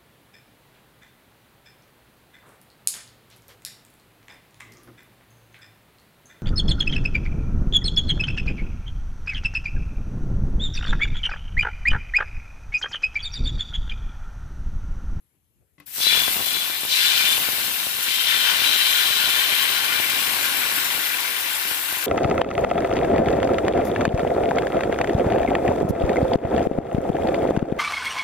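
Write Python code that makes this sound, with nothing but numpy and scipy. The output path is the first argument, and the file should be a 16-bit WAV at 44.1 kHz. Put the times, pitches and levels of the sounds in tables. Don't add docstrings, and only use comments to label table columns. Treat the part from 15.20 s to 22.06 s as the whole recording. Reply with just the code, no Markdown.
import sys
import numpy as np
from scipy import signal
from scipy.io import wavfile
from scipy.ndimage import uniform_filter1d

SR = 44100
rng = np.random.default_rng(int(sys.argv[2]) if len(sys.argv) > 2 else 0)


def digitize_waveform(pressure):
    field = np.atleast_2d(pressure).T
    bounded = np.clip(field, -1, 1)
    quanta = np.round(bounded * 32767).astype(np.int16)
    wavfile.write(sys.argv[1], SR, quanta)


N = 302526
T = np.arange(N) / SR

# time_s, level_db
STEAM_LEVEL = [(0.64, -48), (0.67, -42), (0.72, -39.5), (0.76, -28.5), (0.83, -24.5), (0.88, -27),
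               (1.14, -23.5), (1.2, -26), (1.62, -29.5), (1.69, -28.5), (1.76, -25.5), (2.12, -24),
               (2.82, -27.5), (3.7, -24), (4.7, -26.5), (5.0, -25.5), (5.5, -25.5), (6.12, -28.5),
               (6.31, -27.5), (6.86, -27.5)]
# time_s, level_db
BOIL_LEVEL = [(0.7, -57), (0.79, -43), (0.83, -25.5), (0.91, -23.5), (1.2, -34.5), (1.304, -31),
              (1.66, -35), (1.69, -33), (1.726, -25), (1.898, -24), (2.168, -28), (2.19, -33.5),
              (2.248, -29.5), (2.7, -33.5), (2.85, -30), (2.9, -29), (3.24, -24.5), (3.66, -26.5),
              (4.63, -27), (6.0, -30), (6.86, -33.5)]
# start_s, freshness (0-1, share of bare hot metal), seven columns of whistle_db against the whistle drive
LANDING_SPOTS = [(0.78, 1, -18, -20, -16, -1, -18, -17, -6), (0.88, 0, -8, -12, -18, 0, -17, -21, -4.5),
                 (1.0, 0, -12, -16, -11, -1, -19, -16, -28),
                 (1.12, 0.063, -12, -16, -18, -7, -17, -16, -10),
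                 (1.24, 0.14, -13, -20, -11, -1, -25, -24, -1.5),
                 (1.46, 0.091, -13, -16, -11, -8, -10, -16, -13),
                 (1.69, 0.56, -10, -8, -14, -19, -2, -7, -3), (1.81, 0.15, -12, -8, -10, -16, -1, -10, -5),
                 (1.95, 0, -2, -7, -9, -12, -4, -9, -14), (2.07, 0, -11, -9, -8, -24, -1, -12, -14),
                 (2.19, 0, -20, -15, -17, -22, -18, -16, -20), (2.89, 0.4, -9, -10, -3, -25, -5, -9, -14),
                 (3.2, 0, -14, -7, -10, -14, -9, -13, -12), (3.42, 0.018, -14, -14, -2, -15, -6, -1, -13),
                 (3.65, 0.04, -9, -13, -2, -13, -3, -2, -12), (3.9, 0, -10, -9, -5, -16, -4, -7, -10),
                 (4.3, 0, -12, -8, -5, -19, -8, -9, -8), (4.62, 0, -9, -15, -10, -20, -12, -25, -13),
                 (5.1, 0.073, -13, -30, -16, -18, -30, -22, -15)]

DULLING_DB_PER_S = -1.21
DULLEST_S = 5.2


def amp(db):
    return 10 ** (np.asarray(db) / 20)


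def evened(x):
    return x / np.sqrt(np.mean(x ** 2) + 1e-20)


def over_time(rows, t=T):
    s, *columns = np.transpose(rows)
    return [np.interp(t, s, c) for c in columns]


def over_hz(rows, hz):
    f, *columns = np.transpose(rows)
    return np.array([np.interp(np.log(hz + 1), np.log(f + 1), c) for c in columns])


def octaves(hz, pivot_hz, low, high):
    return np.clip(np.log2((hz + 1) / pivot_hz), low, high)


def level(level_db, start, pan_db=0 * T, rise_s=.0027):
    fade = np.clip((T - start) / rise_s, 0, 1)
    return fade * amp(level_db + np.array([pan_db, -pan_db]) / 2)


def noise(colour, size, patchy_db, bump_db=lambda hz, t: 0):
    # pitch_hz, likeness (0-1), left_lead_rad
    coherence = [(60, 0.33, 0.65), (300, 0.68, -0.56), (814, 0.78, 0.4), (1130, 0.17, -0.25),
                 (1290, 0.61, -0.56), (1650, 0.25, -2.4), (1930, 1, -1.33), (2170, 0.22, -1.3),
                 (3630, 0.072, -1.6), (4260, 0.53, 0.73), (4700, 0.051, 1), (9200, 0, 0.17)]
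    hop = size // 4
    frames, hz = N // hop + 5, np.fft.rfftfreq(size, 1 / SR)
    a, b, c, d, patches = rng.standard_normal((frames, len(hz), 5)).T

    wide, long = max(round(400 * size / SR), 1), max(round(.06 * SR / hop), 1)
    patches = evened(uniform_filter1d(uniform_filter1d(patches, wide, 0), long, 1))

    same, lead = over_hz(coherence, hz)[:, :, None]
    same = np.clip(same, 0, 1)
    left = a + 1j * b
    right = same * left * np.exp(-1j * lead) + np.sqrt(1 - same ** 2) * (c + 1j * d)
    field_db = patchy_db * patches + bump_db(hz[:, None], np.arange(frames) * hop / SR)
    spectra = np.array([left, right]) * amp(over_hz(colour, hz)[:, :, None] + field_db)
    out = signal.istft(spectra, nperseg=size, noverlap=size - hop)[1][:, :N]
    return out / np.sqrt(uniform_filter1d(out.mean(0) ** 2, SR // 2))


def bursts(per_s, spread_db, decay_s, depth):
    size = amp(spread_db * np.minimum(rng.exponential(1, N), 5))
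    rises = size * (rng.random(N) < per_s / SR)
    r = np.exp(-1 / (decay_s * SR))
    return evened(1 + depth * signal.lfilter([1], [1, -r], rises))


def strike(rows, shape):
    train = np.zeros((2, N))
    for s, *db in rows:
        train[:, min(round(s * SR), N - 1)] += amp(db)
    return signal.oaconvolve(train, shape[None], axes=1)[:, :N]


def resonate(x, modes, drift_db=0.):
    out = np.zeros((2, N))
    coarse_t = T[::256]
    for hz, width, left_db, right_db in modes:
        rates, phases = np.geomspace(1.5, 12, num=12)[:, None], rng.random((12, 1))
        waves = np.sin(2 * np.pi * (rates * coarse_t + phases))
        drift = evened(np.sum(waves / np.sqrt(rates), 0))
        b, a = signal.iirpeak(hz, hz / max(width, 5), SR)
        gain = np.interp(T, coarse_t, amp(drift_db * drift)) * amp([[left_db], [right_db]])
        out += gain * signal.lfilter(b, a, x)
    return out


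def hiss():
    # pitch_hz, left_db, right_db
    colour = [(600, -24, -28), (1500, -10, -16), (3000, -6, -10), (4800, -9, -9), (5400, -7, -8),
              (5750, -9, -8), (6000, -6.5, -7), (6500, -11, -12), (7000, -7.5, -8), (8000, -6, -6.5),
              (9400, -4, -10), (11500, -2, -6.5), (13500, 0, -8), (15100, 0, -11), (15500, -1, -15)]
    # time_s, left_over_right_db
    balance = [(.65, 7), (.8, -1), (1.6, 0), (1.75, -5.5), (2.15, -1.5), (2.3, -0.5), (3.8, -2.5), (5.4, 0),
               (6.86, 0)]
    thin_db, thin_s = -11, 0.029

    def thinness(hz, t):
        fading = np.exp(-np.maximum(t - .66, 0) / thin_s)
        return thin_db * fading * np.clip(np.log2(9000 / (hz + 1)), 0, 1)

    sputter = bursts(per_s=160, spread_db=-16.0, decay_s=0.00067, depth=0.1)
    sputter *= bursts(per_s=8.2, spread_db=1.9, decay_s=0.014, depth=0.31)
    jets = noise(colour, size=256, patchy_db=2.0, bump_db=thinness)
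    gain = level(over_time(STEAM_LEVEL)[0], .657, over_time(balance)[0], rise_s=.009)
    return jets * sputter * gain


def boil():
    # pitch_hz, left_db, right_db
    colour = [(509, -40, -32.5), (1106, -10.5, -19), (1260, -25, -25), (1410, -7.5, -12),
              (3390, -0.5, -11.5), (3880, -9.5, -10), (4400, -9.5, -6), (4670, -13, -16), (4560, -5, -7),
              (6050, -19.5, -10.5), (9100, -15, -69), (15000, -36, -36)]
    # pitch_hz, width_hz, left_db, right_db
    pan_modes = [(975, 50, -4, -4), (1100, 70, -3, -3), (1420, 60, -6, 0), (1480, 110, -2, -8),
                 (1600, 60, -2, -6), (1770, 70, -2, 0), (2050, 80, -4, -4), (2330, 60, -2, -8),
                 (2700, 60, -3, -8), (2820, 70, -3, -8), (3740, 90, 0, -6), (3840, 70, 0, -6),
                 (4140, 50, -3, -7), (4220, 60, -5, -8), (4350, 60, -2, -6), (4715, 50, -5, -5),
                 (5930, 100, -6, -6), (6105, 70, -6, -7)]
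    fresh_db, fresh_s = 26, 0.062
    bright_db = 2.5
    ring_db, damping_db_per_s = 2, -0.6
    crackle_db, left_over_right_db = -7.5, 2.5

    def bubble_tilt(hz, t):
        fresh = sum(share * np.exp(-abs(t - s) / fresh_s) * (t > s)
                    for s, share, *_ in LANDING_SPOTS)
        db_per_octave = bright_db + DULLING_DB_PER_S * np.minimum(t, DULLEST_S) + fresh_db * fresh
        return db_per_octave * octaves(hz, 3000, -1.2, .6)

    bubbles = noise(colour, size=512, patchy_db=1.5, bump_db=bubble_tilt)
    bubbles *= bursts(per_s=340, spread_db=-4.0, decay_s=0.015, depth=0.18)
    bubbles *= bursts(per_s=900, spread_db=2.5, decay_s=0.00061, depth=0.24)
    bubbles += amp(crackle_db) * crackle()
    ring = amp(ring_db + damping_db_per_s * T) * resonate(bubbles, pan_modes, drift_db=2.5)
    both = bubbles + ring
    both /= np.sqrt(uniform_filter1d(both.mean(0) ** 2, SR // 4))
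    return both * level(over_time(BOIL_LEVEL)[0], 0.662, left_over_right_db + 0 * T)


def crackle():
    # pitch_hz, filter_width_hz, left_db, right_db
    bubble_sizes = [(1626, 890, -7.5, -13.5), (2450, 1150, 0, -7), (3530, 1230, 0.5, -8),
                    (4370, 2000, -5, -8.5)]
    snaps_per_s, spread_db = 300, 3.5
    out = np.zeros((2, N))
    for hz, width, *db in bubble_sizes:
        size, chance, sign = rng.random((N, 3)).T
        strength = amp(-spread_db * np.log(size + 0.016))
        snaps = strength * (chance < snaps_per_s / SR) * np.sign(sign - .5)
        ring = signal.iirpeak(hz, hz / width, SR)
        ringing = evened(signal.lfilter(*ring, signal.lfilter(*ring, snaps)))
        dulling_db = DULLING_DB_PER_S * (np.minimum(T, DULLEST_S) - T.mean())
        out += amp(db)[:, None] * amp(dulling_db * np.log2(hz / 2500)) * ringing
    out[0] = np.roll(out[0], 7)
    return out / np.std(out.mean(0))


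def singing():
    # pitch_hz, width_hz, left_db, right_db
    whistles = [
        [(2402, 30, 0, -16)],
        [(3070, 45, 0, -17)],
        [(3125, 50, -1, -18), (3180, 45, -1, -17)],
        [(3435, 28, 0, -11)],
        [(3503, 28, 0, -14)],
        [(3870, 45, 0, -12), (3935, 45, 0, -12)],
        [(3992, 32, 0, -7)],
    ]
    swing, middle_db = 0.96, -45.5
    fade_db_per_s = -3.5
    move_s = .06

    rattle = noise([(500, 0, 0), (8000, 0, 0)], size=512, patchy_db=0.5)
    rattle *= bursts(per_s=120, spread_db=3.0, decay_s=0.0037, depth=0.14)
    starts, _, *spot_db = np.transpose(LANDING_SPOTS)
    spot = np.maximum(np.searchsorted(starts, T) - 1, 0)
    settling_db = fade_db_per_s * np.maximum(T - starts[spot], 0)
    drive_db = middle_db + swing * (over_time(BOIL_LEVEL)[0] - middle_db)
    out = np.zeros((2, N))
    for modes, db in zip(whistles, spot_db):
        tone = resonate(rattle, modes, drift_db=2.0)
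        moved_db = uniform_filter1d(db[spot] + settling_db, max(round(move_s * SR), 1))
        out += tone / np.std(tone.mean(0)) * level(drive_db + moved_db, .78)
    return out


def pops():
    # time_s, left_db, right_db
    loud_pops = [(0.765, -28, -43), (0.7828, -20, -40), (0.7904, -22, -36), (0.8041, -19, -24),
                 (0.8393, -20, -38), (0.8686, -10.5, -30), (0.9281, -14, -28), (0.9523, -13, -36),
                 (0.9746, -13, -37), (1.0204, -13, -36), (1.0812, -7, -38), (1.1089, -21, -38),
                 (1.1569, -24, -29), (1.167, -12, -36), (1.1939, -14, -40), (1.2038, -12, -35),
                 (1.2114, -13, -30), (1.2237, -17, -36), (1.2682, -17, -34), (1.3511, -17.5, -37),
                 (1.3679, -18, -37), (1.5005, -18, -36), (1.6341, -13, -37), (1.6517, -22, -15.5),
                 (1.9477, -20, -34), (2.0423, -14, -35), (2.1801, -11.5, -38), (2.2876, -9, -39),
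                 (2.3323, -15, -38), (2.3835, -14.5, -36), (2.4818, -15, -37), (2.6687, -16, -28),
                 (2.788, -24, -20), (2.8819, -17, -38), (2.9083, -21, -38), (3.3349, -17, -36),
                 (3.392, -18, -26), (3.4196, -12.5, -28), (3.4966, -20, -34), (3.5617, -19, -21),
                 (3.8857, -18, -36), (3.9058, -14.5, -26), (4.0401, -14, -32), (4.0764, -16, -32),
                 (4.0914, -20, -20), (4.1389, -20, -34), (4.1736, -18, -34), (4.3247, -12.5, -34),
                 (4.5014, -16, -28), (4.6329, -17, -35), (4.8009, -11, -34), (4.9351, -13.5, -32),
                 (5.1757, -19, -34), (5.5252, -15, -57), (5.5804, -19, -34), (5.7498, -19, -24),
                 (5.7795, -16, -28), (6.454, -18, -31), (6.5132, -14.5, -32), (6.726, -14.5, -37),
                 (6.7699, -16.5, -41), (6.8399, -18, -41)]
    # time_s, level_db (before the gains below)
    simmer_level = [(0.72, -63), (0.96, -43.5), (1.15, -43.5), (1.65, -50), (2.21, -43), (2.85, -50),
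                    (3.35, -44.5), (3.85, -45.5), (5.1, -41.5), (5.9, -44), (6.1, -45.5), (6.86, -45.5)]
    # pitch_hz, left_db, right_db
    colour = [(20, -37, -33), (60, -30, -32), (120, -2.5, -37), (314, 6.5, -1), (405, -1, -3.5),
              (815, 5.5, 0.5), (1176, 10.5, -5), (2500, -69, -58)]
    # time_s, tilt_db_per_octave
    tilt_curve = [(1.1, -9), (1.6, -1), (2.5, -6), (3.4, 6), (5.0, -1), (5.9, 4), (6.0, 12), (6.86, 12)]

    t = np.arange(-20, 300) / SR
    pulse = -np.exp(-.5 * (t / .00009) ** 2)
    rebound = 0.16 * np.exp(-np.maximum(t, 0) / 0.0049) * (t > .0002)
    shape = pulse + rebound
    db = over_time(simmer_level)[0]

    def tilt(hz, t):
        return over_time(tilt_curve, t)[0] * octaves(hz, 200, -2.5, .6)

    size = amp(3.16 * np.minimum(rng.exponential(1, (N, 2)), 4)).T
    small = size * (rng.random((N, 2)).T < 220 / SR)
    small = signal.oaconvolve(small, shape[None], axes=1)[:, :N] * amp([[11.0], [3.0]])
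    small[1] += 0.15 * small[0]
    late_fade_db = -4 * np.clip((T - 5.8) / .2, 0, 1)

    loud = np.roll(strike(loud_pops, shape), -20, 1)
    all_pops = loud + small * level(db + late_fade_db, 0.7)
    low = noise(colour, size=1024, patchy_db=1.5, bump_db=tilt) * amp(2.5)
    return signal.lfilter(*signal.butter(1, 120, "high", fs=SR), all_pops) + low * level(db, 0.8)


def spits():
    # time_s, left_db (of the chirp)
    large_spits = [(0.601, -32), (0.6645, -30), (0.76, -15), (1.3308, -8), (1.6517, -8), (1.836, -11),
                   (2.9598, -13), (3.4961, -10), (3.7469, -18), (4.1734, -12), (5.5249, -11), (5.5635, -6),
                   (5.8008, -11), (5.8928, -11), (6.0075, -9), (6.1036, -13), (6.1868, -10), (6.3322, -10),
                   (6.5785, -11), (6.7258, -10), (6.7861, -10), (6.841, -10)]
    right_db = -15
    t = np.arange(600) / SR
    chirp = np.sin(2 * np.pi * 12300 * t) * np.exp(-.5 * ((t - .0004) / .0001) ** 2)
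    tail = 0.14 * np.diff(rng.standard_normal(601)) * np.exp(-t / 0.0052) * (t > .0004)

    size, chance, sign = rng.random((N, 3)).T
    small = amp(14.0 * size ** 2) * (chance < 60 / SR) * np.sign(sign - .5)
    small = signal.oaconvolve(small, chirp + .5 * tail)[:N] * amp([[1.0], [-11.5]])

    large = strike([(s, db, db + right_db) for s, db in large_spits], chirp + tail)
    large = np.roll(large, -18, 1)
    return large + small * level(over_time(STEAM_LEVEL)[0], 0.66)


def drips():
    # start_s, level_db (before the port gains),
    # pitch_factor, brightness_db_per_octave
    knocks = [(0.581, -48, 0.95, -1.5), (.601, -41.5, 0.94, 0.3), (0.6217, -53, 0.97, -1.5),
              (0.678, -47, .78, 1)]
    # pitch_hz (before the pitch factor), level_db, t60_s
    dry_modes = [(180, -6, .1), (306, -10, 0.18), (549, -28, 0.072), (1153, -8.5, 0.074),
                 (2150, -0.5, 0.04), (2700, -9, 0.069)]
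    out, t = np.zeros((2, N)), np.arange(8000) / SR
    for s, db, pitch, bright_db in knocks:
        ring = np.zeros(len(t))
        for hz, mode_db, t60 in dry_modes:
            envelope = amp(mode_db + bright_db * np.log2(hz / 1000) - 60 * t / t60)
            ring += envelope * np.sin(2 * np.pi * hz * pitch * t)
        splat = signal.lfilter(*signal.butter(2, 3200, fs=SR), rng.standard_normal((len(t), 2)).T)
        sound = ring + 0.76 * splat * amp(-60 * t / 0.17)
        onset = np.minimum(t / 0.0007, 1)
        out[:, round(s * SR):][:, :len(t)] += amp(db) * onset * sound
    return out * amp([[2.0], [-5.0]])


def rustle():
    band = signal.butter(2, [350, 620], "band", fs=SR)
    stir = signal.lfilter(*band, rng.standard_normal((N, 2)).T)
    swell = np.exp(-.5 * ((T - .422) / 0.013) ** 2)
    swell += .3 * np.exp(-.5 * ((T - .52) / 0.076) ** 2)
    return evened(stir) * swell * amp([[-69.0], [-74.0]])


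def kitchen():
    # pitch_hz, left_db, right_db
    colour = [(18, -30, -34), (30, -10, -2), (92, 5, -2), (225, -10, -17), (315, -9, -18), (728, -22, -27),
              (2830, -22, -28), (5890, -33, -31), (6400, -25, -26), (9680, -24, -29), (11000, -13, -23),
              (15500, -28, -36)]
    return amp(-69.5) * noise(colour, size=2048, patchy_db=2.0)


def scene():
    return hiss() + boil() + singing() + pops() + spits() + drips() + rustle() + kitchen()


def record(dry):
    edge_hz = 15470
    lean = signal.lfilter(*signal.butter(2, 45, "high", fs=SR), dry)
    low_pass = signal.firwin(1023, edge_hz, window=("kaiser", 9), fs=SR)
    return signal.oaconvolve(lean, low_pass[None], "same")


dry = scene()
out = record(dry)
digitize_waveform(out)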